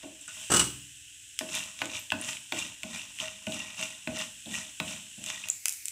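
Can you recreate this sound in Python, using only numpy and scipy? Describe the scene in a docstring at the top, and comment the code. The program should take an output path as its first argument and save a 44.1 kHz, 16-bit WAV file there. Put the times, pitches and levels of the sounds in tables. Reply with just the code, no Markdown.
"""Seeds and lentils sizzle in a little oil in a pan, heard from close above in a small kitchen.
Noise and random clicks, coloured by filters, make the sizzle; it swells at each knock and spatula stroke.
After a soft thump, cookware clatters once: short noise bursts through metal resonances. Then a wooden spatula
knocks (noise clacks, booms, ringing tones) and scrapes (random jolts) about three times a second.
Seeds pop as tiny noise bursts, more towards the end; a low rumble and two faint wavering tones lie underneath."""
import sys
import numpy as np
from scipy import signal
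from scipy.fft import rfft, irfft, next_fast_len
from scipy.io import wavfile
from scipy.ndimage import map_coordinates

SR = 44100
rng = np.random.default_rng(int(sys.argv[2]) if len(sys.argv) > 2 else 0)


def to_wav(sig):
    """Store sig (one row per channel, or 1-D mono) as 16-bit WAV at the path in sys.argv[1].

    Samples outside -1..1 are clipped; the rate is SR.
    """
    pcm = np.clip(np.atleast_2d(sig), -1, 1) * 32767
    pcm = np.round(pcm).astype(np.int16)
    wavfile.write(sys.argv[1], SR, pcm.T)  # frames by channels


N = 260707  # length in samples

# All spectra and resonance levels are relative; the functions set the loudness of each layer.
# bubbling of the undisturbed oil: (t/s, level/dB)
SIMMER_LEVEL = [(0.19, -51), (0.43, -42), (0.93, -50), (1.35, -50), (3.4, -50.5), (4.4, -48.5),
                (5.43, -47.5), (5.84, -45.5)]
# sweeps of the spatula: (t/s of hardest push, force level/dB, swell/s, release/s, oil flare level/dB)
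SPATULA_STROKES = [(1.561, -33, 0.1, 0.17, -36.5), (1.809, -42, .04, 0.18, -47.5),
                   (1.961, -35, 0.063, 0.044, -42.5), (2.288, -37, 0.15, 0.11, -37),
                   (2.582, -31.5, 0.048, .13, -37.5), (2.961, -40, 0.15, 0.2, -42),
                   (3.206, -36.5, 0.022, 0.19, -42), (3.53, -39, 0.078, 0.34, -41.5),
                   (3.832, -39, 0.15, 0.14, -41), (4.199, -32.5, 0.086, 0.079, -40),
                   (4.555, -35, 0.074, .14, -39.5), (4.892, -39, 0.033, 0.17, -40.5),
                   (5.289, -37.5, 0.064, 0.19, -42.5), (5.46, -46.5, 0.12, 0.075, -63)]
# knocks on the pan, first a soft thump, then the wooden spatula: (t/s, clack peak level/dB,
# belly level/dB before its gain, ring level/dB before its gain, belly f/Hz)
PAN_KNOCKS = [(0.031, -40.5, -43.5, -53, 306), (1.409, -25.5, -39.5, -42.5, 288),
              (1.817, -16.5, -38, -47, 305), (2.12, -11, -36.5, -43.5, 262),
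              (2.522, -17.5, -36, -46.5, 298), (2.835, -35.5, -42, -52.5, 225), (3.222, -41, -51, -43, 200),
              (3.47, -28.5, -36.5, -41, 238), (3.802, -35, -53, -47, 247),
              (4.073, -20.5, -34.5, -40.5, 232), (4.458, -56.5, -39.5, -76, 224),
              (4.8, -16.5, -37.5, -48, 212), (5.176, -60, -46.5, -83, 197)]
# colour of the sizzle, first the fuller one, then the finer one: (f/Hz, level/dB)
OIL_SPECTRUM = [(700, -41), (1200, -34), (1480, -10.5), (1750, -8.5), (2250, -10), (2700, 3.5), (3100, 3),
                (3900, -7), (4600, -14), (5200, -6.5), (6500, -2.5), (7800, 3), (9500, -7), (12000, -17),
                (15500, -22.5)]
FINE_OIL_SPECTRUM = [(800, -53), (1400, -15), (2300, 2), (3300, -8.5), (5000, -3), (6000, 1), (7900, 2),
                     (10000, -3), (15500, -8.5)]
# colour of the stove's low rumble: (f/Hz, level/dB)
RUMBLE_SPECTRUM = [(25, -15), (60, 1.5), (113, 0), (200, -16.5), (300, -11.5), (420, -22), (1000, -24.5),
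                   (3000, -37)]
# faint wavering hum in the kitchen: (f/Hz, level/dB)
HUM_TONES = [(113, -79.5), (296, -78)]
# faint rubbing: a dying remnant of an earlier sound at first,
# then cookware sliding before it clatters: (t/s, level/dB)
FAINT_RUBBING = [(0, -55), (0.265, -67), (0.29, -46), (0.36, -54.5), (0.42, -52.5), (0.5, -56.5)]
# colour of the rubbing on the pan: (f/Hz, level/dB)
RUB_SPECTRUM = [(50, -20.5), (100, -18), (170, -18.5), (290, -13), (430, -34), (640, -13.5), (1200, -7.5),
                (1900, -17), (2300, -4), (2750, 4), (3200, -14.5), (3650, -1), (4400, -14), (6000, 0),
                (14000, -49.5)]
# voices of seeds grating under the blade: (f/Hz, sharpness Q, level/dB)
GRIT_VOICES = [(1135, 10, -6), (1909, 23, -3.5), (2400, 34, -5), (2790, 26, 2.5), (3180, 17, -14),
               (3600, 15, 3.5), (6600, 4.6, -5.5)]
# colour of the husks: (f/Hz, level/dB)
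HUSK_SPECTRUM = [(600, -18), (2500, 1.5), (4500, -8.5), (7800, 6.5), (10500, -4), (15000, -11.5)]
# colour of the pan belly: (f/Hz, level/dB)
BELLY_SPECTRUM = [(30, -14.5), (70, 7.5), (200, 3), (310, 2.5), (420, -7.5), (620, 8.5), (900, 2),
                  (1500, -18), (4000, -80)]
# ringing tones of the pan wall, the main ring first: (f/Hz, level/dB, time to fall 60 dB/s)
WALL_MODES = [(632.5, 3, 0.3), (776, -8.5, 0.079), (880, 6.5, 0.072), (1027, -5, 0.16), (1082.4, 5, 0.086),
              (1440, -5, 0.046), (1490, 10, 0.05), (1966, -14, 0.13), (2290, -26, 0.063), (2530, -1, 0.054)]
# colour of the wooden blade: (f/Hz, level/dB)
WOOD_SPECTRUM = [(300, -10.5), (900, 2.5), (1500, 2), (2700, 11), (3500, 3), (5000, -8), (12000, -17)]
# seeds that ping off the metal: (t/s, peak level/dB, f/Hz, time to fall 60 dB/s)
SEED_PINGS = [(0.21, -37, 7650, 0.08), (0.278, -39, 1475, 0.076), (0.278, -32.5, 7600, 0.023),
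              (1.994, -37, 12900, 0.027), (2.213, -22.5, 9070, 0.022), (4.457, -33.5, 3440, 0.033),
              (5.4382, -27.5, 2700, 0.038), (5.4998, -13, 7280, 0.011)]
# seeds that burst in the hot oil: (t/s, peak level/dB, centre f/Hz)
SEED_POPS = [(1.3899, -11, 3430), (1.551, -16, 5840), (3.812, -21, 3500), (4.187, -22.5, 6500),
             (5.2398, -20, 4500), (5.486, -18, 7240), (5.6562, -7, 1900), (5.6824, -10.5, 7900),
             (5.6932, -15, 7810), (5.724, -20, 8000), (5.7362, -23.5, 9200), (5.8558, -14, 7440),
             (5.8824, -15, 7460)]
# snaps of the blade over a seed: (t/s, peak level/dB)
BLADE_SNAPS = [(1.79, -25), (1.856, -24.5), (1.954, -26.5), (2.1034, -17.5), (2.3307, -21), (2.369, -23),
               (2.8324, -18.5), (3.1873, -24.5), (3.2008, -19), (3.468, -24.5), (3.522, -22.5),
               (3.7923, -26.5), (4.2005, -29.5), (4.5409, -25), (4.8776, -28), (5.2618, -21),
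               (5.301, -18.5)]
# hard contacts of the rattling cookware: (t/s, clash level/dB before filtering,
# thud level/dB before filtering and gain, clash time to fall 60 dB/s)
CLATTER_HITS = [(0.5011, -26.5, -32.5, 0.17), (0.5167, -15.5, -25.5, 0.1), (0.537, -13, -29.5, 0.028),
                (0.543, -11.5, -27.5, 0.038), (0.5609, -14, -40, 0.057), (0.5671, -10, -33, 0.023),
                (0.594, -12.5, -32.5, 0.072), (0.6085, -19.5, -33, 0.041), (0.6407, -23, -48, 0.024)]
# resonances of the clashing metal: (f/Hz, sharpness Q, level/dB before its gain)
METAL_RESONANCES = [(1530, 5.2, -12.5), (2925, 63, 4.5), (5880, 33, -6.5), (7670, 39, 1), (8190, 72, -3)]
# colours of the clash and the thud: (f/Hz, level/dB)
CLASH_SPECTRUM = [(900, -31), (1800, -10), (2900, -3.5), (4300, -5.5), (6000, -3.5), (7900, 3.5),
                  (9500, -6), (11500, -12.5), (15500, -44)]
THUD_SPECTRUM = [(40, -38), (70, -6.5), (170, -1), (350, 1), (550, -6), (1000, -5.5), (1450, -0.5),
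                 (2000, -9), (4000, -60)]
# booms of the stove top under the pan: (f/Hz, level/dB, time to fall 60 dB/s)
STOVE_MODES = [(71, -12, 1), (110.6, -8, 0.81), (132.7, -4, 0.65), (176, -1.5, .45), (209.2, 0.5, 0.29),
               (290, -1.5, 0.55), (364, 6, 0.095)]
# echo of the kitchen: (f/Hz, time to fall 60 dB/s)
KITCHEN_DECAY = [(100, 0.63), (400, 0.39), (3000, .36), (8000, 0.37), (15000, 0.64)]

THINS_AT_S = 5.48  # from here the sizzle is finer and higher
FADE_DB = 21.5  # level change over one swell or release time
FLARE_LAG_S, FLARE_SWELL_S, FLARE_SETTLE_S = 0.003, 0.14, 0.2  # oil flares just after the push
SPLASH_DB, SPLASH_SWELL_S, SPLASH_SETTLE_S = -52.5, 0.012, 0.089  # each knock splashes the oil
BELLY_CYCLES = 101  # the boom falls 60 dB in this many cycles, so low spots boom longer
OVERTONE_DB, OVERTONE_GROWTH = -33, 0.65  # overtones at a 0 dB clack; dB they gain per dB of clack
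SNAP_HZ, SNAP_Q = 2940, 4.8
POP_Q = 0.59
CLACK_HZ = 2200  # centre of the clack
TOP_HZ = 15600  # nothing is kept from here upwards


def amp(db):
    """Turn decibels into a gain."""
    return 10 ** (np.asarray(db) / 20)


def unit(x):
    """Scale to an average strength (rms) of 1."""
    return x / np.sqrt(np.mean(x ** 2) + 1e-20)


def peaked(x):
    """Scale so that the highest peak is 1."""
    return x / np.abs(x).max()


def along(points, hz):
    """Read values between (f/Hz, value) points, on a log frequency axis."""
    f, v = np.transpose(points)
    return np.interp(np.log(hz + 1), np.log(f), v)


def level(rows, outside_db=None):
    """Turn (t/s, level/dB) rows into one gain per sample."""
    times, levels = np.transpose(rows)
    return amp(np.interp(np.arange(N) / SR, times, levels, left=outside_db, right=outside_db))


def coloured(x, gain_db):
    """Filter x by a gain that depends on frequency, with no sound ahead of its cause."""
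    size = 8192
    gain = amp(gain_db(np.fft.rfftfreq(size, 1 / SR)))
    cepstrum = irfft(np.log(gain + 1e-6))
    # folding the cepstrum onto its first half puts the filter's energy as early as possible
    cepstrum[1:size // 2] *= 2
    cepstrum[size // 2 + 1:] = 0
    response = irfft(np.exp(rfft(cepstrum)))
    return signal.fftconvolve(x, response)[:len(x)]


def shaped(x, spectrum):
    """Filter x by a (f/Hz, level/dB) curve."""
    return coloured(x, lambda hz: along(spectrum, hz))


def resonant(x, centre_hz, q):
    """Pass x through one resonance; a larger q is sharper."""
    def gain_db(hz):
        detune = (hz + 1) / centre_hz - centre_hz / (hz + 1)
        return -10 * np.log10(1 + (q * detune) ** 2)
    return coloured(x, gain_db)


def wobble(rate):
    """Draw a smooth random curve through rate points a second."""
    knots = rng.standard_normal(int(N * rate / SR) + 4)
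    return map_coordinates(knots, [np.arange(N) * rate / SR])


def grains(rate, spread_db):
    """Scatter about rate clicks a second, of random size and sign, rms 1."""
    hits = rng.random(N) < rate / SR
    signs = rng.choice([-1, 1], N)
    sizes = amp(spread_db * np.clip(rng.standard_normal(N), -2, 2))
    return unit(hits * signs * sizes)


def burst(t, t60):
    """Noise that falls 60 dB in t60 seconds."""
    return rng.standard_normal(len(t)) * amp(-60 * t / t60)


def ring(modes, t, scatter_db):
    """Sum of dying tones, each struck with a random strength and sign."""
    total = np.zeros(len(t))
    for hz, db, t60 in modes:
        strike_db = db + scatter_db * rng.standard_normal()
        total += rng.choice([-1, 1]) * amp(strike_db - 60 * t / t60) * np.sin(2 * np.pi * hz * t)
    return total


def add(track, s, sound):
    """Mix a sound into the track at time s."""
    part = track[max(round(s * SR), 0):][:len(sound)]
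    part += sound[:len(part)]


def swell(s, db, rise_s, fall_s):
    """A gain that climbs to db at time s and sinks again, evenly in dB."""
    t = np.arange(N) / SR - s
    return amp(db - FADE_DB * np.maximum(-t / rise_s, t / fall_s))


def oil_level():
    """The oil simmers on its own and flares at each knock on the pan and each sweep of the spatula."""
    gains = [level(SIMMER_LEVEL)]
    for s, _, _, _, flare_db in SPATULA_STROKES:
        gains.append(swell(s + FLARE_LAG_S, flare_db, FLARE_SWELL_S, FLARE_SETTLE_S))
    for s, *_ in PAN_KNOCKS:
        gains.append(swell(s, SPLASH_DB, SPLASH_SWELL_S, SPLASH_SETTLE_S))
    return np.sqrt(sum(gain ** 2 for gain in gains))  # add as powers


def hum():
    """Two faint tones waver in level and phase."""
    t = np.arange(N) / SR
    total = np.zeros(N)
    for hz, db in HUM_TONES:
        gain = amp(db + 3 * wobble(8)) * np.sqrt(2)
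        total += gain * np.sin(2 * np.pi * hz * t + 0.7 * wobble(12))
    return total


def sizzle(oil_db=0, fine_db=-2, rumble_db=-70):
    """Thousands of tiny steam bubbles burst each second, over hum and the low rumble of the stove."""
    thin = np.clip((np.arange(N) / SR - THINS_AT_S) / 0.01, 0, 1)  # 0 = full sizzle, 1 = fine
    bubbles = unit(grains(rate=5000, spread_db=4) + 0.95 * rng.standard_normal(N))
    bubbles *= amp(0.16 * wobble(25))  # slight flicker in level
    oil = amp(oil_db) * unit(shaped(bubbles, OIL_SPECTRUM))
    fine = amp(fine_db) * unit(shaped(bubbles, FINE_OIL_SPECTRUM))
    stove = amp(rumble_db) * unit(shaped(rng.standard_normal(N), RUMBLE_SPECTRUM))
    frying = oil_level() * ((1 - thin) * oil + thin * fine)
    # the rumble and hum drop by a quarter as the sizzle thins
    return frying + (1 - 0.25 * thin) * (stove + hum())


def blade_force():
    """In each sweep the hand leans in and lets go."""
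    return sum(swell(s, db, rise_s, fall_s) for s, db, rise_s, fall_s, _ in SPATULA_STROKES)


def scrape(rub_db=-4.0, grit_db=-1.5, wall_db=-17, drum_db=-16):
    """The blade catches and slips: fine jolts rub and ring the pan, coarse ones grate single seeds."""
    force = blade_force() + level(FAINT_RUBBING, outside_db=-120)
    force = force * unit(amp(2.2 * wobble(110)))  # fast uneven pressure
    jolts = unit(grains(rate=650, spread_db=7) + 0.38 * rng.standard_normal(N))
    rub = amp(rub_db) * unit(shaped(jolts, RUB_SPECTRUM))
    wall_ring = ring(WALL_MODES, np.arange(SR // 2) / SR, scatter_db=1)
    wall = amp(wall_db) * unit(signal.fftconvolve(jolts, wall_ring)[:N])
    # the dragged blade keeps the belly rumbling
    drum = amp(drum_db) * unit(shaped(resonant(jolts, 190, q=2.43), BELLY_SPECTRUM))
    seeds = np.zeros(N)
    for hz, q, db in GRIT_VOICES:
        seeds += amp(db) * unit(resonant(grains(rate=70, spread_db=4.0), hz, q))
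    grit = amp(grit_db) * unit(shaped(seeds, HUSK_SPECTRUM))
    return force * (rub + drum + grit + wall)


def knocks(clack_db=0, belly_gain_db=1, ring_gain_db=3):
    """A knock is a short clack, a booming pan belly whose pitch depends on the spot, and the ringing wall."""
    out, t = np.zeros(N), np.arange(SR // 2) / SR
    for s, db, belly_db, ring_db, belly_hz in PAN_KNOCKS:
        rise = 1 - np.exp(-t / (0.00028 * amp(-db / 2)))  # a gentler blow presses in more slowly
        contact = (burst(t, t60=0.014) + 0.0091 * burst(t, t60=0.032)) * rise
        clack = peaked(shaped(resonant(contact, CLACK_HZ, q=0.18), WOOD_SPECTRUM))
        boom = unit(shaped(resonant(rng.standard_normal(len(t)), belly_hz, q=4.34), BELLY_SPECTRUM))
        belly = amp(belly_db + belly_gain_db - 60 * t * belly_hz / BELLY_CYCLES) * boom
        main = amp(ring_db + ring_gain_db) * ring(WALL_MODES[:1], t, scatter_db=1)
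        overtone_db = OVERTONE_DB + OVERTONE_GROWTH * db
        overtones = amp(overtone_db) * ring(WALL_MODES[1:], t, scatter_db=2)
        add(out, s, amp(db + clack_db) * clack + rise * (belly + main + overtones))
    return out


def pops(pop_db=0, ping_db=0):
    """A husk cracks for a few milliseconds with a faint spit of oil; a flung seed rings briefly."""
    out, t = np.zeros(N), np.arange(SR // 6) / SR
    cracks = [(s, db, SNAP_HZ, SNAP_Q) for s, db in BLADE_SNAPS]
    cracks += [(s, db, hz, POP_Q) for s, db, hz in SEED_POPS]
    for s, db, hz, q in cracks:
        crack = burst(t, t60=0.004) + 0.1 * burst(t, t60=0.025)  # husk, then spit of oil
        sound = peaked(shaped(resonant(crack, hz, q), HUSK_SPECTRUM))
        add(out, s + 0.00048, amp(db + pop_db) * sound)
    for s, db, hz, t60 in SEED_PINGS:
        ping = resonant(resonant(burst(t, t60), hz, q=6.2), hz, q=6.2)
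        add(out, s, amp(db + ping_db) * peaked(ping))
    return out


def clatter(clash_db=0, metal_db=-1, thud_gain_db=17, boom_db=-12, grind=0.17):
    """Metal rattles on metal: gritty clashes with bright resonances, thuds and booms of the stove top."""
    clashes, thuds, boom = np.zeros(N), np.zeros(N), np.zeros(N)
    t = np.arange(SR) / SR
    rise = 1 - np.exp(-t / 0.0007)
    for s, db, thud_db, t60 in CLATTER_HITS:
        add(clashes, s, amp(db) * (burst(t, t60) + grind * burst(t, t60=0.28)) * rise)
        add(thuds, s, amp(thud_db) * burst(t, t60=0.091))
        add(boom, s, amp(thud_db + boom_db) * ring(STOVE_MODES, t, scatter_db=1.0))
    metal = sum(amp(db + 10.5) * resonant(clashes, hz, q) for hz, q, db in METAL_RESONANCES)
    clash = amp(clash_db) * shaped(clashes, CLASH_SPECTRUM)
    thud = amp(thud_gain_db) * shaped(thuds, THUD_SPECTRUM)
    return clash + amp(metal_db) * metal + thud + boom


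def kitchen(x):
    """Hard walls answer with a noise-like echo; each frequency dies at its own speed."""
    hz, t, z = signal.stft(rng.standard_normal(SR), SR, nperseg=256)
    t60 = along(KITCHEN_DECAY, hz)[:, None]
    tail = signal.istft(z * amp(-60 * t / t60), SR, nperseg=256)[1]
    tail[:SR // 250] = 0  # the first 4 ms are silent
    return signal.fftconvolve(x, tail / np.linalg.norm(tail))[:N]


def scene(room_db=-6):
    """Mix the close pan sounds with their kitchen echo and the sizzle, which has no echo."""
    pan = scrape() + knocks() + pops() + clatter()
    return (pan + amp(room_db) * kitchen(pan) + sizzle())[None]


def record(dry):
    """Remove every frequency from TOP_HZ upwards."""
    size = next_fast_len(N + SR // 2)
    kept = np.fft.rfftfreq(size, 1 / SR) < TOP_HZ
    return irfft(rfft(dry, size) * kept, size)[:, :N]


dry = scene()
out = record(dry)
to_wav(out)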